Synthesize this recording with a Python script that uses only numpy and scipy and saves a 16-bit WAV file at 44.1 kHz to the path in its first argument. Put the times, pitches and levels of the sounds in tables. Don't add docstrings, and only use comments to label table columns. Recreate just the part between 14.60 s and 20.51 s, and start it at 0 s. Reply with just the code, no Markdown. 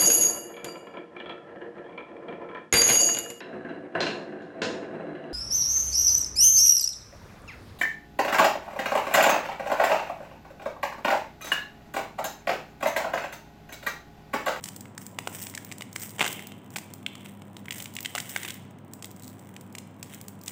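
import sys
import numpy as np
from scipy import signal
from scipy.fft import rfft, irfft
from scipy.io import wavfile
from scipy.ndimage import uniform_filter1d

SR = 44100
rng = np.random.default_rng(int(sys.argv[2]) if len(sys.argv) > 2 else 0)


def wav_out(sig):
    wavfile.write(sys.argv[1], SR, np.round(np.clip(np.atleast_2d(sig).T, -1, 1) * 32767).astype(np.int16))


N = 260631
TIME = np.arange(N) / SR


def from_db(db):
    return 10 ** (np.asarray(db) / 20)


def rms_one(x):
    return x / np.sqrt(np.mean(x ** 2) + 1e-20)


def in_time(rows):
    s, db = np.transpose(rows)
    return from_db(np.interp(TIME, s, db))


def at_hz(points, hz, axis=1):
    points = np.array(points)
    return np.interp(np.log(hz), np.log(points[:, 0]), points[:, axis])


def band(x, low_hz, high_hz, order=2):
    limits = [low_hz, min(high_hz, SR / 2 - 1000)]
    return signal.sosfilt(signal.butter(order, limits, "band", fs=SR, output="sos"), x + 1e-18)


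def noise_bands(size):
    edges = np.geomspace(28, 17000, 29)
    return [(np.sqrt(low * high), band(rng.standard_normal(size), low, high))
            for low, high in zip(edges, edges[1:])]


def colour(x, spectrum):
    size = 2048
    hz = np.maximum(np.fft.rfftfreq(size, 1 / SR), 1)
    cepstrum = irfft(np.log(from_db(at_hz(spectrum, hz))))
    fold = np.r_[1, np.full(size // 2 - 1, 2), 1, np.zeros(size // 2 - 1)]
    response = irfft(np.exp(rfft(cepstrum * fold)))
    return signal.fftconvolve(x, response)[:len(x)]


def drift(rate):
    knots = rng.standard_normal(int(rate * N / SR) + 2)
    return np.interp(TIME * rate, np.arange(len(knots)), knots)


def add(track, s, burst):
    at = int(s * SR)
    track[at:at + len(burst)] += burst[:max(len(track) - at, 0)]


def at_level(x, db):
    return x * from_db(db) * np.sqrt(.004 * SR / np.sum(x ** 2))


def flutter(length_s, kick=0):
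    t = np.arange(SR // 60) / SR
    fade = np.exp(-(t / length_s) ** 1.5)
    rise = np.minimum(t / .0011, 1)
    shiver = kick * (t == 0) + rng.standard_normal(len(t)) * fade * rise
    power = uniform_filter1d(np.abs(rfft(shiver)) ** 2, 13)
    hz = np.fft.rfftfreq(len(t), 1 / SR) + 1
    return colour(shiver, np.c_[hz, -10 * np.log10(power)])


def crease(length_s=.0025):
    shiver = flutter(length_s * rng.uniform(.65, 1.35))
    w = 2 * np.pi * rng.uniform(4000, 15000) / SR
    r = np.exp(-np.pi * 1500 / SR)
    ring = signal.lfilter([1 - r * r, 0, r * r - 1], [1, -2 * r * np.cos(w), r * r], shiver)
    return shiver + ring / 2


def crackle(per_s, spread_db, count=120):
    shapes = [crease(.0016) for _ in range(count)]
    dealt, signs = rng.integers(0, count, N), rng.choice([-1, 1], N)
    sizes = np.minimum(rng.exponential(1, N), 3)
    out = np.zeros(N)
    for i in np.flatnonzero(rng.random(N) < per_s / SR):
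        add(out, TIME[i], signs[i] * shapes[dealt[i]] * from_db(spread_db * sizes[i]))
    power = uniform_filter1d(out ** 2, int(.07 * SR))
    return rms_one(out / np.sqrt(power + .05 * power.mean()))


FAN_DB = -47.5
# pitch in Hz, relative level in dB per Hz.
FAN_AIR = [(30, -51), (84, -17.5), (112, 0.5), (230, 2), (330, -6.5), (480, -11.5), (800, -12.5),
           (3000, -32.5), (4300, -45), (15000, -63)]
# pitch in Hz, level in dB, width of the wavering in Hz.
FAN_TONES = [(100.1, -54.5, 0.41), (197, -54.5, 5.2), (978, -68, 3.5)]


def fan():
    air = sum(from_db(at_hz(FAN_AIR, hz)) * noise for hz, noise in noise_bands(N))
    out = from_db(FAN_DB) * rms_one(air)
    for hz, db, width in FAN_TONES:
        phase = 2 * np.pi * np.cumsum(hz + width / 2 * drift(9)) / SR
        strength = 1 + .08 * width * drift(5)
        out += from_db(db) * rms_one(np.sin(phase) * strength)
    return out


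BUILD_UP_DB, EASE_DB_PER_S = 14.5, 170.5
HOLD_DB, HOLD_FLEX_DB = -67.5, -4
# moment of greatest strain in seconds, build-up in seconds,
# rustle level in dB, flexing of the large panels in dB relative to the rustle.
PULLS = [(.07, 0.06, -48, -8), (0.42, 0.05, -48, -15), (0.755, 0.08, -41, -10), (0.822, 0.11, -39, -15),
         (1.10, 0.62, -54.5, -3.5), (1.434, 0.059, -39, -14), (1.70, 0.14, -38.5, -8), (1.82, 0.19, -53, 0),
         (2.18, 0.1, -49.5, -7), (2.685, 0.25, -55, -2), (3.193, 0.11, -42, -6.5), (3.61, 0.2, -44.5, -9),
         (3.71, .06, -39, -17), (3.869, 0.2, -41, 1), (4.92, .9, -62, -6), (5.54, 0.1, -48.5, -2),
         (5.897, 0.045, -41, -8)]


def handling():
    crease_power = from_db(HOLD_DB) ** 2
    panel_power = from_db(HOLD_DB + HOLD_FLEX_DB) ** 2
    for s, build_s, db, flex_db in PULLS:
        below_db = np.maximum(BUILD_UP_DB * (s - TIME) / build_s, EASE_DB_PER_S * (TIME - s))
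        power = from_db(db - below_db) ** 2
        crease_power = crease_power + power
        panel_power = panel_power + power * from_db(flex_db) ** 2
    return np.sqrt(crease_power), np.sqrt(panel_power)


# pitch in Hz, relative level in dB per Hz.
RUSTLE = [(2500, -11.5), (4000, -17), (5500, -5.5), (6700, -6), (8200, 1.5), (9800, -11), (12200, -11.5),
          (15200, 1)]
# pitch in Hz, relative level in dB per Hz.
PANEL = [(900, -13.5), (1500, -3.5), (2050, 4), (2480, -3.5), (2850, -1), (3650, -2.5), (4300, -12),
         (8000, -18.5)]


def rustle(slide_db, spread_db, flurry_db):
    effort, flex = handling()
    per_s = np.minimum(260 * (effort / from_db(-50)) ** .65, 420)
    creases = crackle(per_s, spread_db)
    slide = from_db(slide_db) * rng.standard_normal(N)
    flurries = from_db(flurry_db * drift(60))
    fine = rms_one((creases + slide) * flurries)
    fine = band(fine, 1100, SR, order=1)
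    return effort * rms_one(colour(fine, RUSTLE)) + flex * rms_one(colour(fine, PANEL))


SLIGHT_PUSH_DB = -49
# start in seconds, ring of the panel in dB before ring_db is added,
# pitch of the panel in Hz, crease tick in dB before tick_db is added, push of air in dB if more than slight.
SNAPS = [(0.0391, -42, 3450, -30.5), (0.057, -45, 2400, -38), (0.0861, -44, 2700, -35.5),
         (0.255, -46.5, 2300, -56), (0.378, -39, 1400, -36), (0.5871, -29, 2500, -33, -31),
         (0.6733, -31, 2520, -34.5, -26.5), (0.8676, -39, 3000, -36.5), (0.938, -44, 2000, -50),
         (0.9492, -39, 2300, -33), (0.976, -32.5, 1570, -36.5), (1.115, -38, 2400, -43),
         (1.122, -39, 2300, -37), (1.2085, -38.5, 3100, -42, -40), (1.2208, -34.5, 2480, -39),
         (1.3607, -30, 2000, -31.5, -40), (1.5935, -32, 2100, -36.5, -32), (1.6077, -19.5, 2400, -36, -26),
         (1.6127, -19, 2470, -32, -21), (1.6196, -27, 2800, -37, -30), (1.6262, -27, 2400, -34, -27),
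         (1.663, -26.5, 1400, -33, -36), (1.677, -29.5, 3300, -31), (1.7926, -37, 2200, -46),
         (1.919, -46, 3000, -51), (2.1599, -31, 2500, -36.5, -41), (2.1635, -35.5, 2100, -34.5, -33.5),
         (2.1837, -37.5, 2300, -36, -39), (2.4636, -24.5, 3020, -39.5), (2.553, -43, 3000, -45.5),
         (2.659, -43.5, 2700, -49), (2.819, -49, 2700, -53), (2.967, -42.5, 3600, -46),
         (3.056, -47.5, 2600, -50), (3.083, -34.5, 2100, -59), (3.1077, -29.5, 2920, -34.5),
         (3.122, -35.5, 2500, -38.5), (3.2013, -38, 2980, -40), (3.257, -38, 2600, -40),
         (3.3657, -33, 2860, -35), (3.3867, -33, 2610, -43), (3.4486, -31.5, 3100, -38),
         (3.458, -26, 2950, -33.5), (3.551, -31, 2900, -30, -29), (3.5595, -32, 2800, -39, -35),
         (3.579, -27.5, 1420, -37), (3.583, -33, 2300, -31.5, -40), (3.601, -35, 2900, -31.5),
         (3.762, -22.5, 1600, -32, -31.5), (3.8312, -35, 1900, -36), (3.849, -33.5, 2400, -38.5, -39.5),
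         (3.885, -37, 3400, -39), (3.9042, -36.5, 3700, -34.5), (4.424, -47, 2900, -38.5),
         (4.4437, -39, 3500, -37), (4.964, -42.5, 2660, -45.5), (5.1506, -39, 2460, -40),
         (5.1831, -40, 2760, -36.5), (5.428, -43, 2700, -35.5), (5.8795, -37, 3540, -29.5)]
# pitch in Hz, relative level in dB per Hz.
PUSH = [(50, -35), (150, -2.5), (480, -2), (780, 4.5), (1450, 1.5), (2300, -15), (6000, -28.5)]
# pitch in Hz, relative level in dB per Hz.
TICK = [(2500, -12), (5000, -5), (6300, -6), (7400, -1), (8100, 0), (8700, -4), (9800, -11), (12000, -11),
        (15200, 0)]


def snaps(ring_db, tick_db, width):
    out = np.zeros(N)
    for s, db, hz, tick, *push in SNAPS:
        kick = 20 * from_db(.6 * db)
        panel = colour(band(flutter(.0018, kick), hz / width, hz * width, order=1), PANEL)
        air = colour(flutter(.0016, 2 * kick), PUSH)
        edge = band(colour(flutter(.003), TICK), 2300, 11500)
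        add(out, s, at_level(panel, db + ring_db))
        add(out, s, at_level(air, push[0] if push else SLIGHT_PUSH_DB))
        add(out, s, at_level(edge, tick + tick_db))
    return out


# start in seconds, level in dB before level_db is added.
TICKS = [(0.162, -36), (0.2075, -38.5), (0.465, -36.5), (0.82, -35), (0.827, -34.5), (0.8974, -38.5),
         (1.047, -38), (1.1825, -39.5), (1.3286, -41), (1.356, -41), (1.3976, -38), (1.417, -36),
         (1.425, -36), (1.493, -42), (1.505, -42), (1.727, -31), (1.8698, -37.5), (2.104, -48),
         (2.1675, -33.5), (2.3366, -37), (3.128, -39), (3.1817, -35.5), (3.223, -33.5), (3.242, -40),
         (3.338, -44), (3.3518, -37), (3.405, -33), (3.428, -35.5), (3.694, -36), (3.941, -40),
         (4.335, -37.5), (4.455, -41), (4.5126, -45), (4.563, -49), (4.596, -48), (4.678, -42),
         (4.793, -50), (5.01, -45.5), (5.125, -50), (5.545, -40), (5.6125, -39), (5.682, -36), (5.813, -47),
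         (5.8355, -43), (5.8603, -41)]


def ticks(level_db):
    out = np.zeros(N)
    for s, db in TICKS:
        add(out, s, at_level(colour(crease(), TICK), db + level_db))
    return out


# time in seconds, level in dB.
RIP = [(1.58, -43), (1.597, -36), (1.625, -29.5), (1.66, -34), (1.77, -66)]
# pitch in Hz, relative level in dB per Hz.
SEAM = [(50, -31), (330, 1), (850, 3.5), (2100, -0.5), (3100, 4), (4200, -13), (7500, -4.5), (11000, -23)]


def rip():
    fractures = crackle(400, spread_db=4.5)
    ripping = (TIME > RIP[0][0]) * (TIME < RIP[-1][0])
    return in_time(RIP) * rms_one(colour(fractures, SEAM)) * ripping


SLIP_START_S, SLIP_LENGTH_S, SLIPS_PER_S = 4.622, 0.086, 110
SLIP_DB, SLIP_FADE_DB_PER_S = -42, 100


def slips():
    out, t = np.zeros(N), 0
    while t < SLIP_LENGTH_S:
        db = SLIP_DB - SLIP_FADE_DB_PER_S * t + rng.normal(0, 2.4)
        slip = crease()
        taut_edge = band(slip, 3700, 4700) / 2
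        add(out, SLIP_START_S + t, at_level(colour(slip, TICK) + taut_edge, db))
        t += rng.uniform(.55, 1.45) / SLIPS_PER_S
    return out


# pitch in Hz, strength in dB, time to die away by 60 dB in seconds.
ROOM = [(298, -2.5, 1), (1530, -13, 0.51), (3300, -11.5, 0.89), (4200, -13.5, 0.64), (8200, -9.5, 0.44),
        (11500, -10.5, 0.3), (15000, -6, 0.2)]


def room(x):
    t = np.arange(SR) / SR
    tail = np.zeros(SR)
    for hz, noise in noise_bands(SR):
        t60 = at_hz(ROOM, hz, axis=2)
        fade = from_db(at_hz(ROOM, hz) - 60 * t / t60)
        tail += noise * fade * np.sqrt(2 * np.log(1000) / (t60 * SR))
    onset = 1 - np.exp(-t / .0013)
    return signal.fftconvolve(x, tail * onset)[:N]


def scene():
    seam = rip()
    wrapper = rustle(slide_db=-14, spread_db=2.8, flurry_db=2)
    wrapper = wrapper + snaps(ring_db=0.57, tick_db=0.5, width=1.197) + ticks(level_db=2.0)
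    wrapper = wrapper + seam + slips()
    flap = band(seam, 2700, 3400, order=1)
    return (fan() + wrapper + room(wrapper + flap))[None]


def record(dry):
    return signal.sosfilt(signal.ellip(10, .2, 70, 15550, fs=SR, output="sos"), dry)


dry = scene()
out = record(dry)
wav_out(out)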